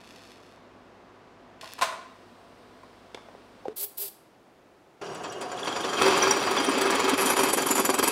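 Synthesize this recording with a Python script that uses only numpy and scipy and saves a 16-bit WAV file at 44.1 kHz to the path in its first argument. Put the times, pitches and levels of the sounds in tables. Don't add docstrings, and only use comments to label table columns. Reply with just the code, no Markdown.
import sys
import numpy as np
from scipy import signal
from scipy.fft import rfft, irfft, next_fast_len
from scipy.io import wavfile
from scipy.ndimage import uniform_filter1d, map_coordinates

SR = 44100
rng = np.random.default_rng(int(sys.argv[2]) if len(sys.argv) > 2 else 0)


def transcribe(signal):
    frames = np.atleast_2d(signal).T
    limited = np.clip(frames, -1, 1)
    pcm = np.round(limited * 32767).astype(np.int16)
    wavfile.write(sys.argv[1], SR, pcm)


N = 357651
BENCH_END_S, CUT_START_S = 3.731, 5.0125
SEATED_S, BREAKTHROUGH_S = 5.984, 7.165
TOP_HZ, TOP_EDGE_HZ = 16050, 400

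# (frequency [Hz], t60 [s])
ROOM_DECAY = [(150, 0.43), (1000, 0.63), (4000, 0.63), (9000, 0.48), (15000, 0.27)]
# (frequency [Hz], density [dB])
BENCH_VENT = [(18, -39), (30, -17), (107, -11.5), (129, -11.5), (240, -2), (337, -3.5), (662, -5.5),
              (859, -7.5), (1030, -8), (4780, -27), (15000, -49.5)]
MACHINE_VENT = [(18, -43), (30, -19), (312, -5), (346, -2), (437, -6.5), (754, -6.5), (928, -10.5),
                (15000, -41.5)]
GAS_SPECTRUM = [(1200, -19), (2800, 5), (5000, 3.5), (6800, -7), (8500, -3), (10500, -10), (15800, -15)]
# (frequency [Hz], relative level [dB])
WELDER_HUM = [(53.8, -74), (102.3, -70), (253, -67), (360.7, -70), (500.6, -72), (678.3, -68), (732.1, -72),
              (1001, -71), (1130, -72.5), (1249, -76)]
# (frequency [Hz], width [Hz], level [dB])
GEAR_MODES = [(155, 13, -0.5), (390, 24, 8), (500, 220, 2), (680, 16, 7), (729, 16, 10.5),
              (1100, 290, -2.5), (1590, 39, -3.5), (2860, 110, -6.5), (5620, 37, -8), (6500, 170, -17)]
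COLUMN_MODES = [(84.4, 15, 0)]

# (time [s], body level [dB], edge level [dB], t60 [s])
GEAR_CLACKS = [(1.63, -40, -51, 0.13), (1.782, -44, -46, .05), (1.788, -35, -37, 0.07),
               (1.8121, -25, -27, 0.17), (1.8199, -25, -22, .11), (1.924, -34, -60, 0.15),
               (2.832, -45, -56, 0.054)]
TOOL_TAPS = [(3.146, -30.5, -31, .022), (3.173, -38, -54, .05), (3.286, -39, -60, .025),
             (3.349, -45, -66, .03)]
# (frequency [Hz], gain [dB])
SHELL_SPECTRUM = [(100, -24), (300, -15.5), (550, -4.5), (1100, -3), (1600, -6.5), (3000, -12), (6000, -20),
                  (9000, -22), (12000, -29.5), (15800, -38)]
BENCH_SPECTRUM = [(150, -20), (450, 0), (1000, -3), (2000, -7), (3000, -7), (4200, -11), (7000, -25),
                  (15800, -42)]
# (frequency [Hz], width [Hz], level [dB])
SHELL_RESONANCES = [(655, 26, 9), (1030, 110, 10), (1435, 40, 1)]
# (frequency [Hz], level relative to the blow [dB], t60 [s])
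SHELL_PARTIALS = [(654, -12, .33), (1010, -13.5, .22), (1443, -23, .3), (1925, -17, .27), (2304, -22, .26)]
# (time [s], level [dB], frequency [Hz], t60 [s])
KNOCK_PARTIALS = [(3.654, -28, 796, 0.061), (3.656, -26.5, 518, 0.054), (3.682, -15, 417, 0.02),
                  (3.694, -33, 437, .16)]

# (strike [s], current drops [s], arc out [s], level [dB], flare of the strike [dB])
ARC_BURNS = [(0, 0.342, .565, -57.5, -4), (1.609, 1.74, 1.785, -51, 7)]
# (frequency [Hz], density [dB])
ARC_SPECTRUM = [(900, -9), (2300, 5), (4800, 3), (7000, -6), (11000, -11), (15800, -24)]
# (time [s], level [dB])
LOUD_SPARK = (1.7362, -16)
FLARE_S, DOWNSLOPE_DB_PER_S, CRATER_DB = 0.033, 200, -8

# (valve opens [s], hardest squeeze [s], valve shuts [s], level [dB])
OIL_SQUIRTS = [(3.757, 3.833, 3.847, -31), (3.97, 4.029, 4.081, -31)]
# (frequency [Hz], density [dB])
MIST_SPECTRUM = [(200, -28), (600, -8.5), (1800, -17.5), (3200, -9), (5000, -7), (6500, -10), (8000, -6),
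                 (11000, -0.5), (13500, 2.5), (15800, -3)]
# (frequency [Hz], width [Hz], level [dB])
JET_MODES = [(4610, 300, 0), (7900, 200, 4), (10700, 150, 1), (12750, 350, 3)]
WHISTLE_MODES = [(13120, 220, 0), (15220, 200, -1), (15580, 140, -2)]
# (time [s], level [dB])
PRESSURE_PEAKS = [(3.815, -35), (3.976, -34)]
VALVE_OPEN_S, VALVE_SHUT_DB_PER_S, SQUEEZE_DB_PER_S, SAG_DB_PER_S = .015, 900, 84, 94
FLUTTER_DB, TUBE_AIR_HZ = 1.7, 403

# (time [s], level [dB])
BURR_PINGS = [(5.148, -42), (5.236, -45), (5.324, -41), (5.409, -44), (5.428, -45)]
# (frequency [Hz], relative level [dB], t60 [s])
PING_MODES = [(7122, -10, .1), (7960, -1, .05), (9050, -8, .045), (11126, -16, .04)]
# (time [s], frequency [Hz], relative level [dB])
TOOTH_SQUEAKS = [(5.274, 7120, -47), (5.297, 5750, -38), (5.517, 7120, -40), (5.574, 3300, -38),
                 (5.629, 3300, -33), (5.655, 3250, -36), (5.697, 3380, -34), (5.722, 3220, -35),
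                 (5.80, 3250, -37), (5.834, 3520, -33), (5.878, 3250, -37), (5.968, 3200, -28),
                 (6.222, 5800, -17.5), (6.308, 5740, -14.5), (6.572, 3400, -25), (6.582, 5850, -29),
                 (6.665, 5900, -30)]
# (start [s], end [s], groan rate [1/s], length [s], level [dB])
TUBE_GROANS = [(6.572, 7.15, 11.25, .062, -26.5), (7.238, 7.45, 5.8, .056, -26),
               (7.556, 8.1, 21.9, .036, -28)]
GROAN_HZ, GROAN_GLIDE_HZ_PER_S, GROAN_SCATTER_DB, GROAN_GRIT_DB = 270, 1300, 1.5, 3

# (frequency [Hz], density [dB])
CUT_SPECTRUM = [(50, -64), (80, -23.5), (130, -23.5), (290, -6.5), (450, -8.5), (650, -11.5), (1200, -6.5),
                (1550, -15), (3000, -19.5), (4500, -21.5), (7300, -26.5), (8600, -28), (10000, -28.5),
                (13000, -38.5), (15800, -43)]
# (frequency [Hz], width [Hz], level [dB])
STEEL_MODES = [(388, 22, 10), (975, 70, -3), (856, 16, 3), (1637, 44, 5), (2190, 30, 4), (2375, 36, 6),
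               (2573, 26, 10.5), (3193, 28, 14), (3445, 16, 9), (4602, 20, 12), (4763, 30, 11),
               (4845, 20, 6), (5720, 36, 10), (5915, 36, 9.5), (6966, 26, 11), (7122, 26, 17.5),
               (7960, 36, 12), (9020, 50, 12), (9500, 90, 7), (9680, 90, 9), (11126, 46, 9.5),
               (11400, 50, 7.5), (12000, 50, 6), (13870, 50, 7), (14770, 60, 6)]
TORN_EDGE_MODES = [(11170, 750, 12), (14500, 2000, 7)]
# (frequency [Hz], width [Hz], strength [dB])
ANTIRESONANCES = [(6450, 300, -2), (7620, 300, 4), (8660, 260, 6), (9160, 100, 5), (10750, 210, 8),
                  (13800, 600, 2)]
# (time [s], relative force [dB])
FEED_FORCE = [(5.02, -21.5), (5.5, -25), (5.664, -11.5), (5.672, -11.5), (5.978, -7), (5.992, 0.5),
              (6.25, -1.5), (6.42, -6), (6.95, -3), (7.2, -3), (7.35, -4.5), (7.6, -5), (8.11, -4)]
# (first bite [s], rotation [turns/s],
# hold [s], second flute [dB], frame bite [dB], tube bite [dB], cutter bite [dB], overall shriek [dB])
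CUT_STAGES = [(5.058, 11.5, 0.0043, -21, 1, 10, -6, -0.5), (5.670, 11.7, 0.0027, -6, 9, 10.5, 8.5, -1),
              (6.022, 10.3, 0.0044, 4, 0, -14, 1, 0), (6.418, 11.3, 0.0057, -6, 1, -2, 9, 0.5),
              (6.805, 10.8, .006, -4, 2.5, 3.5, 15.5, 3.5), (7.17, 8.5, .004, -9, -13, -14, -2, 7),
              (7.524, 11.3, .012, 0, 5.5, -6, 8.5, 11.5), (7.843, 10.98, 0.0093, 2, 12, 1, 14.5, 12)]
# (time [s], relative frame level [dB], relative cutter level [dB])
HARD_CATCHES = [(5.0135, -38.5, -58), (5.238, -33, -60), (5.412, -30.5, -43), (5.514, -35.5, -50),
                (5.669, -26.5, -56), (5.758, -28, -58), (5.84, -30.5, -50), (5.934, -32, -56),
                (6.057, -21.5, -52), (6.229, -25, -34), (6.305, -22.5, -27.5), (6.469, -24, -40),
                (6.508, -40, -33.5), (6.561, -22.5, -38), (6.811, -29, -32), (6.853, -23.5, -50),
                (6.92, -23, -45), (7.078, -23.5, -34), (7.177, -26, -36), (7.205, -28, -30),
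                (7.226, -38, -32), (7.256, -27, -25), (7.298, -22, -29), (7.364, -24.5, -30),
                (7.389, -22, -29), (7.431, -22, -24.5), (7.484, -28, -33), (7.53, -45, -24),
                (7.575, -22.5, -33), (7.683, -39, -31), (7.711, -33, -28), (7.754, -30, -40),
                (7.776, -25, -30), (7.847, -28, -37), (8.025, -24, -34)]
SKIP_RETURNS = [7.178, 7.363, 7.529, 7.571, 7.658, 7.754, 7.843, 7.890, 7.936, 7.980, 8.025]
RUMBLE_DB, FRAME_DB, TUBE_DB, SHRIEK_DB = -27, -25.5, -30, -40
BITE_RISE_S, BITE_RELEASE_S, BITE_SCATTER_DB, BITE_JITTER_S = .003, .02, .7, .0006
SHRIEK_LAG_S, SHRIEK_RISE_S, SHRIEK_HOLD_S, SHRIEK_RELEASE_S = 0.0034, .005, .003, .013
CLUMP_DB, CLUMPS_PER_S = 2.5, 82


def amp(db):
    return 10 ** (np.asarray(db) / 20)


def unit(x):
    return x / np.sqrt(np.mean(x ** 2) + 1e-20)


def clock():
    return np.arange(N) / SR


def along(points, hz):
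    frequencies, values = np.transpose(points)
    return np.interp(np.log(hz + 1), np.log(frequencies), values)


def after(s):
    return np.clip((clock() - s) / .002, 0, 1)


def wobble(rate):
    return map_coordinates(rng.standard_normal(int(N * rate / SR) + 4), [np.arange(N) * rate / SR])


def peaks(modes, hz):
    return sum(amp(db) ** 2 / (1 + (2 * (hz - centre) / width) ** 2) for centre, width, db in modes)


def body(colour, modes=()):
    return lambda hz: amp(along(colour, hz)) * np.sqrt(1 + peaks(modes, hz))


def band(hz, low, high, order=8):
    return 1 / np.sqrt((1 + (low / (hz + 1)) ** (2 * order)) * (1 + (hz / high) ** (2 * order)))


def ring(x, gain, size=16384):
    cepstrum = irfft(np.log(np.maximum(gain(np.fft.rfftfreq(size, 1 / SR)), 1e-6)))
    cepstrum[1:size // 2] *= 2
    cepstrum[size // 2 + 1:] = 0
    return signal.oaconvolve(x, irfft(np.exp(rfft(cepstrum))))[:N]


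def noise(gain):
    return unit(ring(rng.standard_normal(N), gain))


def crackle(rate, spread_db, smooth):
    hits = (rng.random(N) < rate / SR) * rng.choice([-1, 1], N)
    sizes = amp(spread_db * np.clip(rng.standard_normal(N), -2, 2))
    return unit(unit(hits * sizes) + smooth * rng.standard_normal(N))


def driven(source, force, gain):
    return ring(source * force, gain) / np.std(ring(source, gain))


def swell(s, rise_s):
    force, start = np.zeros(N), int(s * SR)
    u = np.arange(min(SR // 4, N - start)) / SR / rise_s
    force[start:start + len(u)] = u * np.exp(1 - u)
    return force


def jolt(s, t60, rise_s=0.003):
    force, start = np.zeros(N), int(s * SR)
    t = np.arange(min(SR // 4, N - start)) / SR
    force[start:start + len(t)] = np.minimum(t / rise_s, 1) * amp(-60 * t / t60)
    return force


def shop(x, wet_db):
    hz, t, spectrum = signal.stft(rng.standard_normal(SR * 3 // 4), SR, nperseg=256)
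    tail = signal.istft(spectrum * amp(-60 * t / along(ROOM_DECAY, hz)[:, None]), SR, nperseg=256)[1]
    tail = np.pad(tail / np.linalg.norm(tail), (SR // 200, 0))
    return x + amp(wet_db) * signal.oaconvolve(x, tail)[:N]


def welding_bench():
    hum = sum(amp(db + 3.5) * np.sin(2 * np.pi * hz * clock() + 0.49 * wobble(5.98))
              for hz, db in WELDER_HUM)
    ventilation = amp(-53.5) * noise(body(BENCH_VENT))
    gas = amp(-67.5) * noise(body(GAS_SPECTRUM)) * after(1.61)
    return ventilation + hum + gas


def gears():
    whirr = noise(lambda hz: np.sqrt(peaks(GEAR_MODES, hz)) * band(hz, 85, 9600, order=4))
    return amp(-38.5 + 0.45 * wobble(21.8)) * whirr * after(CUT_START_S)


def shudder(db=-48, t60=1.7):
    boom = noise(lambda hz: np.sqrt(peaks(COLUMN_MODES, hz)) * band(hz, 69, 150, order=6))
    return boom * after(SEATED_S) * amp(db - 60 * np.maximum(clock() - SEATED_S, 0) / t60)


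def blows(rows, colour):
    t = clock()
    dull, sharp = np.zeros(N), np.zeros(N)
    for s, body_db, edge_db, t60 in rows:
        start = round(s * SR)
        fade = amp(-60 * t[:SR // 2] / t60)
        dull[start:start + len(fade)] += amp(body_db) * fade
        sharp[start:start + len(fade)] += amp(edge_db) * fade
    contact = crackle(rate=4000, spread_db=-0.5, smooth=0.81)
    knock = driven(contact, dull, lambda hz: colour(hz) * band(hz, 71, 1540, order=3))
    edge = driven(contact, sharp, lambda hz: colour(hz) * band(hz, 1410, 18000, order=3))
    return knock + edge


def clacks(rattle_rad=.4):
    shell = blows(GEAR_CLACKS, body(SHELL_SPECTRUM, SHELL_RESONANCES))
    t = np.arange(SR // 2) / SR
    tones = sum(np.sin(2 * np.pi * hz * t + rattle_rad * wobble(93)[:len(t)]) * amp(db - 60 * t / t60)
                for hz, db, t60 in SHELL_PARTIALS)
    for s, body_db, *_ in GEAR_CLACKS:
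        shell[round(s * SR):][:len(t)] += amp(body_db) * tones
    bench = blows(TOOL_TAPS, body(BENCH_SPECTRUM))
    return shop(shell, wet_db=-7.0) + shop(bench, wet_db=-9)


def knocks():
    out, t = np.zeros(N), np.arange(SR // 4) / SR
    for s, db, hz, t60 in KNOCK_PARTIALS:
        tone = np.sin(2 * np.pi * hz * t) * amp(-60 * t / t60) * (1 - np.exp(-t / 0.00044))
        tick = signal.lfilter([1], [1, -.85], rng.standard_normal(len(t))) * amp(-60 * t / .02)
        out[round(s * SR):][:len(t)] += amp(db) * (tone + amp(-27) * tick)
    return ring(out, lambda hz: band(hz, 260, 5300, order=2))


def current():
    t, out = clock(), np.zeros(N)
    for strike, drop, stop, db, flare_db in ARC_BURNS:
        flare = flare_db * np.exp(-np.maximum(t - strike, 0) / FLARE_S)
        slope = np.maximum(-DOWNSLOPE_DB_PER_S * np.maximum(t - drop, 0), CRATER_DB)
        out += amp(db + flare + slope) * after(strike) * (1 - after(stop))
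    return out


def arc():
    discharges = crackle(rate=230, spread_db=4.0, smooth=0.57)
    sputter = driven(discharges, current(), body(ARC_SPECTRUM))
    reflection = .4 * np.pad(sputter, (50, 0))[:N]
    spark_s, spark_db = LOUD_SPARK
    spark = np.zeros(N)
    spark[round(spark_s * SR)] = -amp(spark_db)
    return shop(sputter + reflection, wet_db=-6.5) + spark


def jet():
    t, out = clock(), np.zeros(N)
    for start, peak, stop, db in OIL_SQUIRTS:
        opening = np.clip((t - start) / VALVE_OPEN_S, 0, 1)
        squeeze_db = np.minimum(SQUEEZE_DB_PER_S * (t - peak), SAG_DB_PER_S * (peak - t))
        out += opening * amp(db + squeeze_db - VALVE_SHUT_DB_PER_S * np.maximum(t - stop, 0))
    return out


def spray():
    flow = jet()
    mist = flow * noise(body(MIST_SPECTRUM, JET_MODES))
    pressure = sum(amp(db) * swell(s, rise_s=.016) for s, db in PRESSURE_PEAKS)
    whistle = driven(rng.standard_normal(N), pressure,
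                     lambda hz: np.sqrt(peaks(WHISTLE_MODES, hz)) * band(hz, 10000, 17000))
    build = signal.lfilter([.002], [1, -.998], flow ** 2 / flow.max() + .2 * flow)
    hoot = build * np.sin(2 * np.pi * TUBE_AIR_HZ * clock() + .7 * wobble(60))
    return shop((mist + whistle) * amp(FLUTTER_DB * wobble(150)) + amp(-13.5) * hoot, wet_db=-13.0)


def pings():
    out, t = np.zeros(N), np.arange(SR // 4) / SR
    for s, db in BURR_PINGS:
        tones = sum(np.sin(2 * np.pi * hz * t) * amp(level + rng.normal(0, 2) - 60 * t / t60)
                    for hz, level, t60 in PING_MODES)
        tick = signal.lfilter([1, 1], [2], rng.standard_normal(len(t))) * amp(-60 * t / .02)
        out[round(s * SR):][:len(t)] += amp(db) * (tones + amp(-6) * tick)
    return shop(out, wet_db=-15)


def squeaks(wander=.02, grit_db=3.2):
    out = np.zeros(N)
    drifting_time = clock() + wander * np.cumsum(wobble(1000)) / SR
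    grit = unit(amp(grit_db * wobble(600)))
    for s, hz, db in TOOTH_SQUEAKS:
        span = slice(int(s * SR), int(s * SR) + SR // 4)
        envelope = amp(db + 1.5) * swell(s, rise_s=.0046)[span] ** 2
        out[span] += envelope * np.sin(2 * np.pi * hz * drifting_time[span])
    return shop(out * grit, wet_db=-14)


def groans():
    out = np.zeros(N + SR)
    for first, last, rate, length, db in TUBE_GROANS:
        t = np.arange(int(length * SR)) / SR
        cycles = np.cumsum(GROAN_HZ + GROAN_GLIDE_HZ_PER_S * (t - length / 2)) / SR
        envelope = np.sin(np.pi * t / length) ** 2
        for s in np.arange(first, last, 1 / rate):
            tone = np.sin(2 * np.pi * (cycles + rng.random()))
            out[round(s * SR):][:len(t)] += amp(db + GROAN_SCATTER_DB * rng.normal()) * envelope * tone
    return shop(out[:N] * amp(GROAN_GRIT_DB * wobble(160)), wet_db=-14)


def chatter():
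    power = np.zeros((3, N))
    changes = [row[0] for row in CUT_STAGES[1:]]
    scrape = np.cumsum([SHRIEK_LAG_S, SHRIEK_RISE_S, SHRIEK_HOLD_S, SHRIEK_RELEASE_S])
    for stage, begin, end in zip(CUT_STAGES, [CUT_START_S] + changes, changes + [N / SR]):
        first, turns_per_s, hold, second_db, *depth_db, shriek_db = stage
        span = slice(round(begin * SR), round(end * SR))
        t = clock()[span]
        push = np.cumsum([0, BITE_RISE_S, hold, BITE_RELEASE_S])
        bites = np.zeros((3, len(t)))
        for k, s in enumerate(np.arange(first, end - BITE_RISE_S, 1 / (2 * turns_per_s))):
            size, late = rng.standard_normal(2)
            force = np.array([np.interp(t - s - BITE_JITTER_S * late, corners, [0, 1, 1, 0])
                              for corners in (push, push + SHRIEK_LAG_S, scrape)])
            bites += (amp(second_db * (k % 2) + BITE_SCATTER_DB * size) * force) ** 2
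        rub_and_bite = 1 + amp(depth_db)[:, None] ** 2 * bites
        power[:, span] = rub_and_bite / rub_and_bite.mean(axis=1, keepdims=True)
        power[2, span] *= amp(shriek_db) ** 2
    return power


def engagement(skip_s=.024, skip_db=-10):
    t = clock()
    loss = sum(np.interp(t, [s - skip_s, s - skip_s / 2, s - BITE_RISE_S, s], [0, 1, 1, 0])
               for s in SKIP_RETURNS)
    return amp(skip_db * loss) * after(CUT_START_S)


def flicker(x, depth_db):
    spectrum = signal.stft(x, nperseg=512)[2]
    field = uniform_filter1d(rng.standard_normal(spectrum.shape), size=7, axis=0)
    field = uniform_filter1d(field, size=4, axis=1)
    return signal.istft(spectrum * amp(depth_db * unit(field)), nperseg=512)[1][:N]


def cutter():
    feed_db = np.interp(clock(), *np.transpose(FEED_FORCE))
    in_frame, in_tube, in_blade = chatter() * amp(feed_db) ** 2
    rumble = in_frame * amp(RUMBLE_DB) ** 2
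    frame = in_frame * amp(FRAME_DB) ** 2
    tube = in_tube * amp(TUBE_DB) ** 2
    blade = in_blade * amp(SHRIEK_DB + CLUMP_DB * wobble(CLUMPS_PER_S)) ** 2
    for s, frame_db, cutter_db in HARD_CATCHES:
        catch = jolt(s, t60=0.17) ** 2
        rumble += catch * amp(frame_db - 7.0) ** 2
        frame += catch * amp(frame_db) ** 2
        tube += catch * amp(frame_db - 8) ** 2
        blade += (jolt(s, t60=0.075) * amp(cutter_db + 2.0)) ** 2
    steel = lambda hz: body(CUT_SPECTRUM, STEEL_MODES)(hz) / np.sqrt(1 + peaks(ANTIRESONANCES, hz))
    grazed = lambda hz: steel(hz) * band(hz, 20, 10000, order=1)
    torn = lambda hz: steel(hz) * np.sqrt(1 + peaks(TORN_EDGE_MODES, hz))
    chips = crackle(rate=1500, spread_db=2.0, smooth=0.83)
    engaged, seated, through = engagement(), after(SEATED_S), after(BREAKTHROUGH_S)

    def part(power, colour, low_hz, high_hz):
        return driven(chips, np.sqrt(power) * engaged, lambda hz: colour(hz) * band(hz, low_hz, high_hz))

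    rattle = part(rumble, steel, 74, 530) + part(frame, steel, 483, 2240)
    clang = part(tube * (1 - seated), steel, 2330, 6460) + part(tube * seated, steel, 2155, 6270)
    shriek = part(blade * (1 - seated), grazed, 6800, 20000)
    shriek += part(blade * (seated - through), steel, 6640, 25000)
    shriek += part(blade * through, torn, 6400, 15000)
    return shop(rattle + flicker(clang, depth_db=1.3) + flicker(shriek, depth_db=2.6), wet_db=-11.5)


def scene():
    at_machine = after(BENCH_END_S)
    welding = welding_bench() + arc() + clacks() + knocks()
    ventilation = amp(-57.5) * noise(body(MACHINE_VENT))
    cutting = ventilation + spray() + gears() + cutter() + groans() + shudder() + squeaks() + pings()
    return (welding * (1 - at_machine) + cutting * at_machine)[None]


def record(dry):
    size = next_fast_len(N + SR)
    low_pass = np.clip((TOP_HZ - np.fft.rfftfreq(size, 1 / SR)) / TOP_EDGE_HZ, 0, 1)
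    return irfft(rfft(dry, size) * low_pass, size)[:, :N]


dry = scene()
out = record(dry)
transcribe(out)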